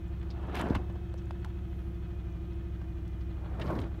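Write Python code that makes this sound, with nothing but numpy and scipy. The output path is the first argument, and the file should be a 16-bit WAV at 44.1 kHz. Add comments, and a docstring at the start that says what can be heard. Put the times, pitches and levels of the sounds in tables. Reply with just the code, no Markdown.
"""Small boat on open water

An inboard engine chugs along, throbbing through the hull under its clatter and thin gear whines.
Twice a wave runs up the side with a rush, throws spray and collapses in low thumps of trapped air.
Drops tick and plop nearby and foam fizzes, over a faint hiss of water and a low rumble of wind."""
import sys
import numpy as np
from scipy import signal
from scipy.fft import rfft, irfft
from scipy.io import wavfile
from scipy.ndimage import uniform_filter1d

SR = 44100
rng = np.random.default_rng(int(sys.argv[2]) if len(sys.argv) > 2 else 0)


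def digitize_waveform(pressure):
    """Quantize a signal to 16-bit integers and store it at the path in sys.argv[1].

    Rows of a 2-D input are taken as channels; values are limited to [-1, 1].
    """
    field = np.atleast_2d(pressure).T
    bounded = np.clip(field, -1, 1)
    quanta = np.round(bounded * 32767).astype(np.int16)
    wavfile.write(sys.argv[1], SR, quanta)


N = 176400
T = np.arange(N) / SR

# The engine's drifting pace: time_s, cycles_per_s
ENGINE_SPEED = [(0.0, 12.792), (0.1, 12.782), (0.4, 13.245), (0.62, 13.123), (0.97, 13.39), (1.12, 13.134),
                (1.5, 13.286), (1.92, 12.78), (2.1, 12.933), (2.35, 12.396), (2.52, 12.931), (2.72, 12.914),
                (3.02, 12.434), (3.3, 12.722), (3.55, 12.47), (4.0, 12.748)]
# Exhaust and hull throbs in every engine cycle: place_cycles, cruise_pitch_hz, length_s, peak_db
ENGINE_THROBS = [(0.34, 71.5, 0.03, -30.5), (0.69, 60.6, 0.13, -33.5), (.819, 105, 0.041, -36),
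                 (.84, 178.3, 0.064, -42.5), (.21, 175, 0.042, -44.5), (.52, 343, 0.052, -44.5),
                 (.05, 333, 0.051, -46)]
# Tone colour of the engine clatter: frequency_hz, relative_db
CLATTER_SPECTRUM = [(250, 14.5), (450, -2), (900, -3.5), (1600, -0.5), (2200, -8.5), (3100, -5.5),
                    (4400, -14.5), (5000, -38), (9000, -73)]
# Whines of the running gear: cruise_pitch_hz, level_db, loudest_place_cycles
GEAR_WHINES = [(697, -69, 0.45), (1245, -74.5, .76), (1424, -79, .76), (1600, -80, 0.68),
               (2120, -82.5, .76), (2505, -75, 0.71), (3085, -81, 0.6), (3490, -85, 0.63)]
# Tone colour of wind and distant water: frequency_hz, relative_db
AIR_SPECTRUM = [(15, -50), (28, -29), (45, -5), (70, -2), (120, -1.5), (200, -5.5), (280, -9), (450, -16),
                (1000, -23), (3000, -33), (4800, -43), (6000, -42), (8000, -48), (10300, -50),
                (12000, -47.5), (15500, -48)]
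# The swell and fall of each wave, one list per wave: time_s, level_db, centre_hz
WAVE_SHAPES = [
    [(.1, -70, 905), (.32, -57.5, 810), (.42, -51, 744), (.52, -46, 776), (.555, -40.5, 840),
     (.605, -39, 870), (.645, -38.5, 670), (.7, -38.5, 656), (.74, -41.5, 614), (.79, -43.5, 520),
     (.86, -55, 484), (1.02, -57, 494), (1.1, -83, 500)],
    [(3.2, -69, 600), (3.38, -58, 600), (3.46, -50, 640), (3.57, -47, 530), (3.61, -37, 525),
     (3.645, -40, 575), (3.705, -37, 640), (3.77, -37.5, 510), (3.84, -41, 490), (3.89, -52, 420),
     (4, -56, 435)],
]
# Tone colour of a wave's rush: from_centre_octaves, relative_db
RUSH_SPECTRUM = [(-10, -25), (-6, 6.5), (-1.5, 3), (0.03, -0.5), (-0.11, 7), (0.04, -1.5), (2, -18),
                 (2, -17.5), (2.5, -36.5), (5.5, -57)]
# The hollow between hull and water, colouring every rush: frequency_hz, gain_db
HOLLOW_RESPONSE = [(100, 0), (170, -2), (260, 3), (370, 1.5), (470, -3.5), (620, 0.5), (1050, 3), (1350, 1),
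                   (1650, 1), (1950, -3.5), (2800, -1.5), (4000, 6), (6000, -2)]
# Drops and small slaps: start_s, level_db, centre_hz, decay_s
DROP_HITS = [(.229, -41.5, 1010, 0.0044), (0.5535, -39, 9500, 0.0019), (.595, -42, 6000, 0.0014),
             (.614, -36, 8000, 0.0008), (0.7539, -33.5, 6950, 0.0004), (0.898, -39, 586, .004),
             (.956, -39, 527, .005), (1.1405, -44.5, 4000, 0.0011), (1.3084, -42, 2480, 0.0033),
             (1.4465, -41.5, 2600, .0035), (1.461, -51, 2400, .002), (1.3078, -47, 12000, .0014),
             (1.4493, -48, 11000, .0006), (2.815, -46, 900, .008), (3.079, -53, 5000, 0.0018),
             (3.6, -45, 11000, 0.001), (3.711, -44, 5950, 0.00025), (3.802, -45.5, 7000, 0.0015)]
# Bursts of spray: start_s, hold_s, level_db, centre_hz
SPRAY_BURSTS = [(0.301, 0.012, -58, 4200), (0.546, 0.012, -42, 1860), (0.564, 0.014, -44.5, 2300),
                (0.585, 0.0091, -45, 2380), (0.596, 0.021, -38.5, 990), (0.698, 0.0067, -56.5, 4530),
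                (.746, 0.0029, -48, 2550), (0.7496, 0.0086, -35.5, 1020), (0.762, 0.01, -60, 2700),
                (1.19, .008, -76, 5800), (1.177, .015, -69, 6200), (3.208, .006, -65, 4500),
                (3.597, 0.0052, -42.5, 700), (3.613, 0.0095, -42, 2300), (3.66, 0.02, -58.5, 3630),
                (3.752, 0.0037, -56, 4200), (3.788, 0.0034, -47.5, 2780), (3.815, 0.0047, -53.5, 3160),
                (3.837, .004, -54, 2170)]
# Plops and bubbles that fall in pitch: start_s, level_db, start_hz, end_hz, glide_s, decay_s
BUBBLE_PLOPS = [(.304, -54, 4600, 4300, .01, .012), (.762, -47, 2720, 2660, .01, .011),
                (1.1417, -36, 910, 470, .0012, 0.0039), (1.177, -60, 6400, 5700, 0.0066, 0.011),
                (1.308, -32, 1090, 493, 0.0015, 0.0021), (1.446, -35.5, 2120, 920, 0.0019, 0.0025),
                (1.453, -43.5, 880, 697, 0.022, 0.012)]
# Patches of fizzing foam: start_s, length_s, level_db, centre_hz
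FOAM_PATCHES = [(.54, .095, -64, 11500), (1.62, .42, -83, 11800), (3.59, .25, -75, 12500)]
# Air squeezed in a pocket of water: start_s, length_s, level_db, start_hz, end_hz
POCKET_GULPS = [(.605, 0.11, -39, 240.8, 540), (3.684, 0.0567, -44.5, 1144, 1045),
                (3.69, .1, -42.5, 270.2, 340.6), (3.801, .07, -47.5, 418, 330.5)]
# Trapped air thumping against the hull: start_s, envelope_peak_db, pitch_hz, rise_cycles
AIR_THUMPS = [(0.7056, -14, 245, .48), (0.709, -24, 85, 0.45), (.732, -31, 47, 1), (0.7602, -22.5, 225, .5),
              (0.766, -22, 71, 0.49), (3.668, -28, 119, 0.55), (3.693, -25.5, 151, .5),
              (3.702, -33, 278, 0.57), (3.76, -27.5, 263, 0.76), (3.793, -24.5, 292, 0.48),
              (3.786, -30, 93, 1.8)]

CRUISE_CYCLES_PER_S = 12.9


def amp(db):
    """Decibels to gain."""
    return 10 ** (np.asarray(db) / 20)


def unit(x):
    """Scales to rms 1."""
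    return x / np.sqrt(np.mean(x ** 2) + 1e-20)


def add(mix, start_s, sound):
    """Lays a sound into the mix at its cue."""
    start = round(start_s * SR)
    sound = sound[max(-start, 0):]
    part = mix[max(start, 0):][:len(sound)]
    part += sound[:len(part)]


def noise(spectrum, ripple_db=0):
    """Noise of rms 1 coloured by a spectrum, with an optional ripple of narrow resonances."""
    points_hz, points_db = np.transpose(spectrum)
    hz = np.fft.rfftfreq(N, 1 / SR)
    ripple = unit(uniform_filter1d(uniform_filter1d(rng.standard_normal(len(hz)), size=90), size=60))
    colour_db = np.interp(np.log(hz + 1), np.log(points_hz), points_db) + ripple_db * ripple
    return unit(irfft(rfft(rng.standard_normal(N)) * amp(colour_db), N))


def wander(rate_hz):
    """Smooth random movement of rms 1, rolling off above rate_hz."""
    hz = np.fft.rfftfreq(N, 1 / SR)
    return unit(irfft(rfft(rng.standard_normal(N)) * np.exp(-(hz / rate_hz) ** 2) * (hz > 0), N))


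def band(x, hz, q):
    """Plays a signal through one resonance and scales it to rms 1."""
    return unit(signal.lfilter(*signal.iirpeak(min(hz, SR / 3), max(q, .4), SR), x))


def tone(pitch_hz):
    """A sine that follows a pitch curve."""
    return np.sin(2 * np.pi * np.cumsum(pitch_hz) / SR)


def engine(cylinders=3, firing_db=-55, firing_place=.36):
    """The cylinders' low firing note, with throbs, clatter and whines locked to the same cycle."""
    speed = np.interp(T, *np.transpose(ENGINE_SPEED))
    cycles = np.cumsum(speed) / SR
    firing = amp(firing_db) * np.cos(cylinders * 2 * np.pi * (cycles - firing_place))
    return firing + throbs(speed, cycles) + clatter(cycles) + whines(speed, cycles)


def throbs(speed, cycles, pitch_follow=.75, spread_db=.8, jitter_s=.00006):
    """The chug: soft pulses of exhaust and hull whose pitch partly follows the engine speed."""
    out = np.zeros(N)
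    for place, hz, length, db in ENGINE_THROBS:
        t = np.arange(-length / 2, length / 2, 1 / SR)
        centres = np.interp(np.arange(place, cycles[-1]), cycles, T)
        for centre, (late, accent) in zip(centres, rng.standard_normal((64, 2))):
            pitch = hz * (np.interp(centre, T, speed) / CRUISE_CYCLES_PER_S) ** pitch_follow
            throb = np.cos(np.pi * t / length) ** 2 * np.cos(2 * np.pi * pitch * t)
            add(out, centre - length / 2 + jitter_s * late, amp(db + spread_db * accent) * throb)
    return out


def clatter(cycles, level_db=-61.3, swing_db=3.8, grain_db=3, loudest_place=.8):
    """Grainy, ringing engine noise that swells once a cycle."""
    rattle = noise(CLATTER_SPECTRUM, ripple_db=6.5)
    swell = np.cos(2 * np.pi * (cycles - loudest_place))
    return rattle * amp(level_db + swing_db * swell + grain_db * wander(100))


def whines(speed, cycles, swing_db=2, rough_db=2):
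    """Thin tones of the running gear that follow the engine speed, waver and swell once a cycle."""
    out = np.zeros(N)
    for hz, db, place in GEAR_WHINES:
        waver_hz = 14 * np.sqrt(hz / 1000)
        pitch = hz * speed / CRUISE_CYCLES_PER_S + waver_hz * wander(40)
        swell = np.cos(2 * np.pi * (cycles - place))
        out += amp(db + swing_db * swell + rough_db * wander(40)) * unit(tone(pitch))
    return out


def hull_hum(pitch_hz=337.9, waver_hz=6, level_db=-56.5):
    """The hull hums at its own pitch, wavering slightly."""
    return amp(level_db) * unit(tone(pitch_hz + waver_hz * wander(19.8)))


def wind_and_water(level_db=-51):
    """A steady bed of wind rumble and distant water hiss."""
    return amp(level_db) * noise(AIR_SPECTRUM)


def waves(gurgle_db=1.8, grain_db=1.4):
    """Water runs up the hull in a lumpy rush that swells, then darkens as the wave collapses."""
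    out = np.zeros(N)
    for wave in WAVE_SHAPES:
        times, db, centre_hz = np.transpose(wave)
        hz, frame_s, spectrum = signal.stft(rng.standard_normal(N), SR, nperseg=512)
        octaves = np.log2((hz[:, None] + 1) / np.interp(frame_s, times, centre_hz))
        rush_db = np.interp(octaves, *np.transpose(RUSH_SPECTRUM))
        hollow_db = np.interp(hz, *np.transpose(HOLLOW_RESPONSE))[:, None]
        lumps = uniform_filter1d(rng.standard_normal(spectrum.shape), size=3, axis=0)
        lumps = unit(uniform_filter1d(lumps, size=3, axis=1))
        rush = signal.istft(spectrum * amp(rush_db + hollow_db + gurgle_db * lumps), SR)[1][:N]
        gate = (T >= times[0]) & (T <= times[-1])
        level_db = np.interp(T, times, db)
        out += gate * (unit(rush) * amp(level_db + grain_db * wander(89)) + crackle(level_db))
    return out


def crackle(wave_db, clicks_per_s=140, relative_db=-32.5, spread_db=3):
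    """Sparse clicks of bursting droplets that ride the level of a wave."""
    sizes = amp(spread_db * np.minimum(rng.exponential(size=N), 3)) * rng.choice([-1, 1], N)
    clicks = sizes * (rng.random(N) < clicks_per_s / SR)
    return band(clicks, hz=3500, q=.97) * amp(wave_db + relative_db)


def droplets(per_s=14, softest_db=-67.5, spread_db=3, tries=200):
    """A fine scatter of tiny bubbles pinging all along; the higher ones die sooner."""
    out, t = np.zeros(N), T[:SR // 16]
    for when, softness, pitch, chance in rng.random((tries, 4)):
        if chance < per_s * T[-1] / tries:
            hz = 2500 * 4.5 ** pitch
            ping = np.exp(-t * hz / 5) * np.sin(2 * np.pi * hz * t)
            add(out, when * T[-1], amp(softest_db - spread_db * np.log(max(softness, .05))) * ping)
    return out


def drops(tick_db=-30):
    """Nearby drops land as short slaps with a sharp tick on top."""
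    out, t = np.zeros(N), T[:SR // 16]
    for start, db, hz, decay in DROP_HITS:
        body, tick = rng.standard_normal((2, len(t)))
        slap = band(band(body, hz, q=1), hz, q=.5)
        add(out, start, amp(db) / 2 * np.exp(-t / decay) * (slap + amp(tick_db) * tick))
    return out


def spray(rise_s=.003, fall_s=.0071, top_hz=3830, fizz_db=-33, grain_db=2.2):
    """Thrown water: short grainy hisses with a trace of bright fizz."""
    out, t = np.zeros(N), T[:SR // 8]
    soften = signal.butter(2, top_hz, fs=SR)
    for start, hold, db, hz in SPRAY_BURSTS:
        body, fizz = rng.standard_normal((2, len(t)))
        hiss = unit(signal.lfilter(*soften, band(body, hz, q=1.7))) + amp(fizz_db) * fizz
        envelope = np.minimum(t / rise_s, 1) * np.exp(-np.maximum(t - hold, 0) / fall_s)
        add(out, start - rise_s / 2, envelope * amp(db + grain_db * wander(610)[:len(t)]) * hiss)
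    return out


def plops(rise_s=.00033, shake_depth=.09, rough_db=3):
    """Small pockets of air ring briefly and unevenly while their pitch drops."""
    out, t = np.zeros(N), T[:SR // 8]
    shake, rough = wander(400), wander(400)
    for start, db, start_hz, end_hz, glide, decay in BUBBLE_PLOPS:
        now = slice(round(start * SR), round(start * SR) + len(t))
        pitch = end_hz + (start_hz - end_hz) * np.exp(-t / glide)
        ring = tone(pitch * (1 + shake_depth * shake[now]))
        envelope = np.minimum(t / rise_s, 1) * np.exp(-t / decay)
        add(out, start, amp(db + rough_db * rough[now]) * envelope * ring)
    return out


def foam(q=2.5, grain_db=3):
    """Tiny bursting bubbles fizz in patches that swell and fade."""
    out = np.zeros(N)
    fizz, grain = rng.standard_normal(N), amp(grain_db * wander(400))
    for start, length, db, hz in FOAM_PATCHES:
        swell = np.sin(np.pi * np.clip((T - start) / length, 0, 1))
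        out += amp(db) * swell * band(band(fizz, hz, q), hz, q)
    return out * grain


def gulps(width_hz=82):
    """A hollow note of churning water that glides as its air pocket changes size."""
    out = np.zeros(N)
    smooth = signal.butter(2, width_hz / 2, fs=SR)
    for start, length, db, start_hz, end_hz in POCKET_GULPS:
        t = np.arange(0, length, 1 / SR)
        churn = signal.lfilter(*smooth, rng.standard_normal((2, SR)))[:, -len(t):]
        pitch = start_hz * (end_hz / start_hz) ** (t / length)
        phase = 2 * np.pi * np.cumsum(pitch) / SR
        gulp = unit(churn[0] * np.cos(phase) + churn[1] * np.sin(phase))  # narrow noise on the pitch
        add(out, start, amp(db) * np.sin(np.pi * t / length) ** .5 * gulp)
    return out


def thumps():
    """Air trapped against the hull booms for a few cycles as a wave collapses."""
    out, t = np.zeros(N), T[:SR // 8]
    for start, db, hz, rise_cycles in AIR_THUMPS:
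        age = t * hz / rise_cycles
        envelope = (age * np.exp(1 - age)) ** 2
        add(out, start, amp(db) * envelope * np.sin(2 * np.pi * hz * t))
    return out


def scene():
    """The boat, the wind and the water around the hull, in mono."""
    bed = engine() + hull_hum() + wind_and_water()
    wash = waves() + gulps() + spray() + thumps()
    sparkle = droplets() + drops() + plops() + foam()
    return (bed + wash + sparkle)[None]


def record(dry, low_cut_hz=28, high_cut_hz=15800):
    """Steep cuts trim the deepest rumble and the very top of the hiss."""
    hz = np.fft.rfftfreq(N, 1 / SR)
    thinned = irfft(rfft(dry) * (1 - 1 / (1 + (hz / low_cut_hz) ** 10)), N)
    high_cut = signal.firwin(511, high_cut_hz, window=("kaiser", 9), fs=SR)
    return signal.oaconvolve(thinned, high_cut[None], "same")


dry = scene()
out = record(dry)
digitize_waveform(out)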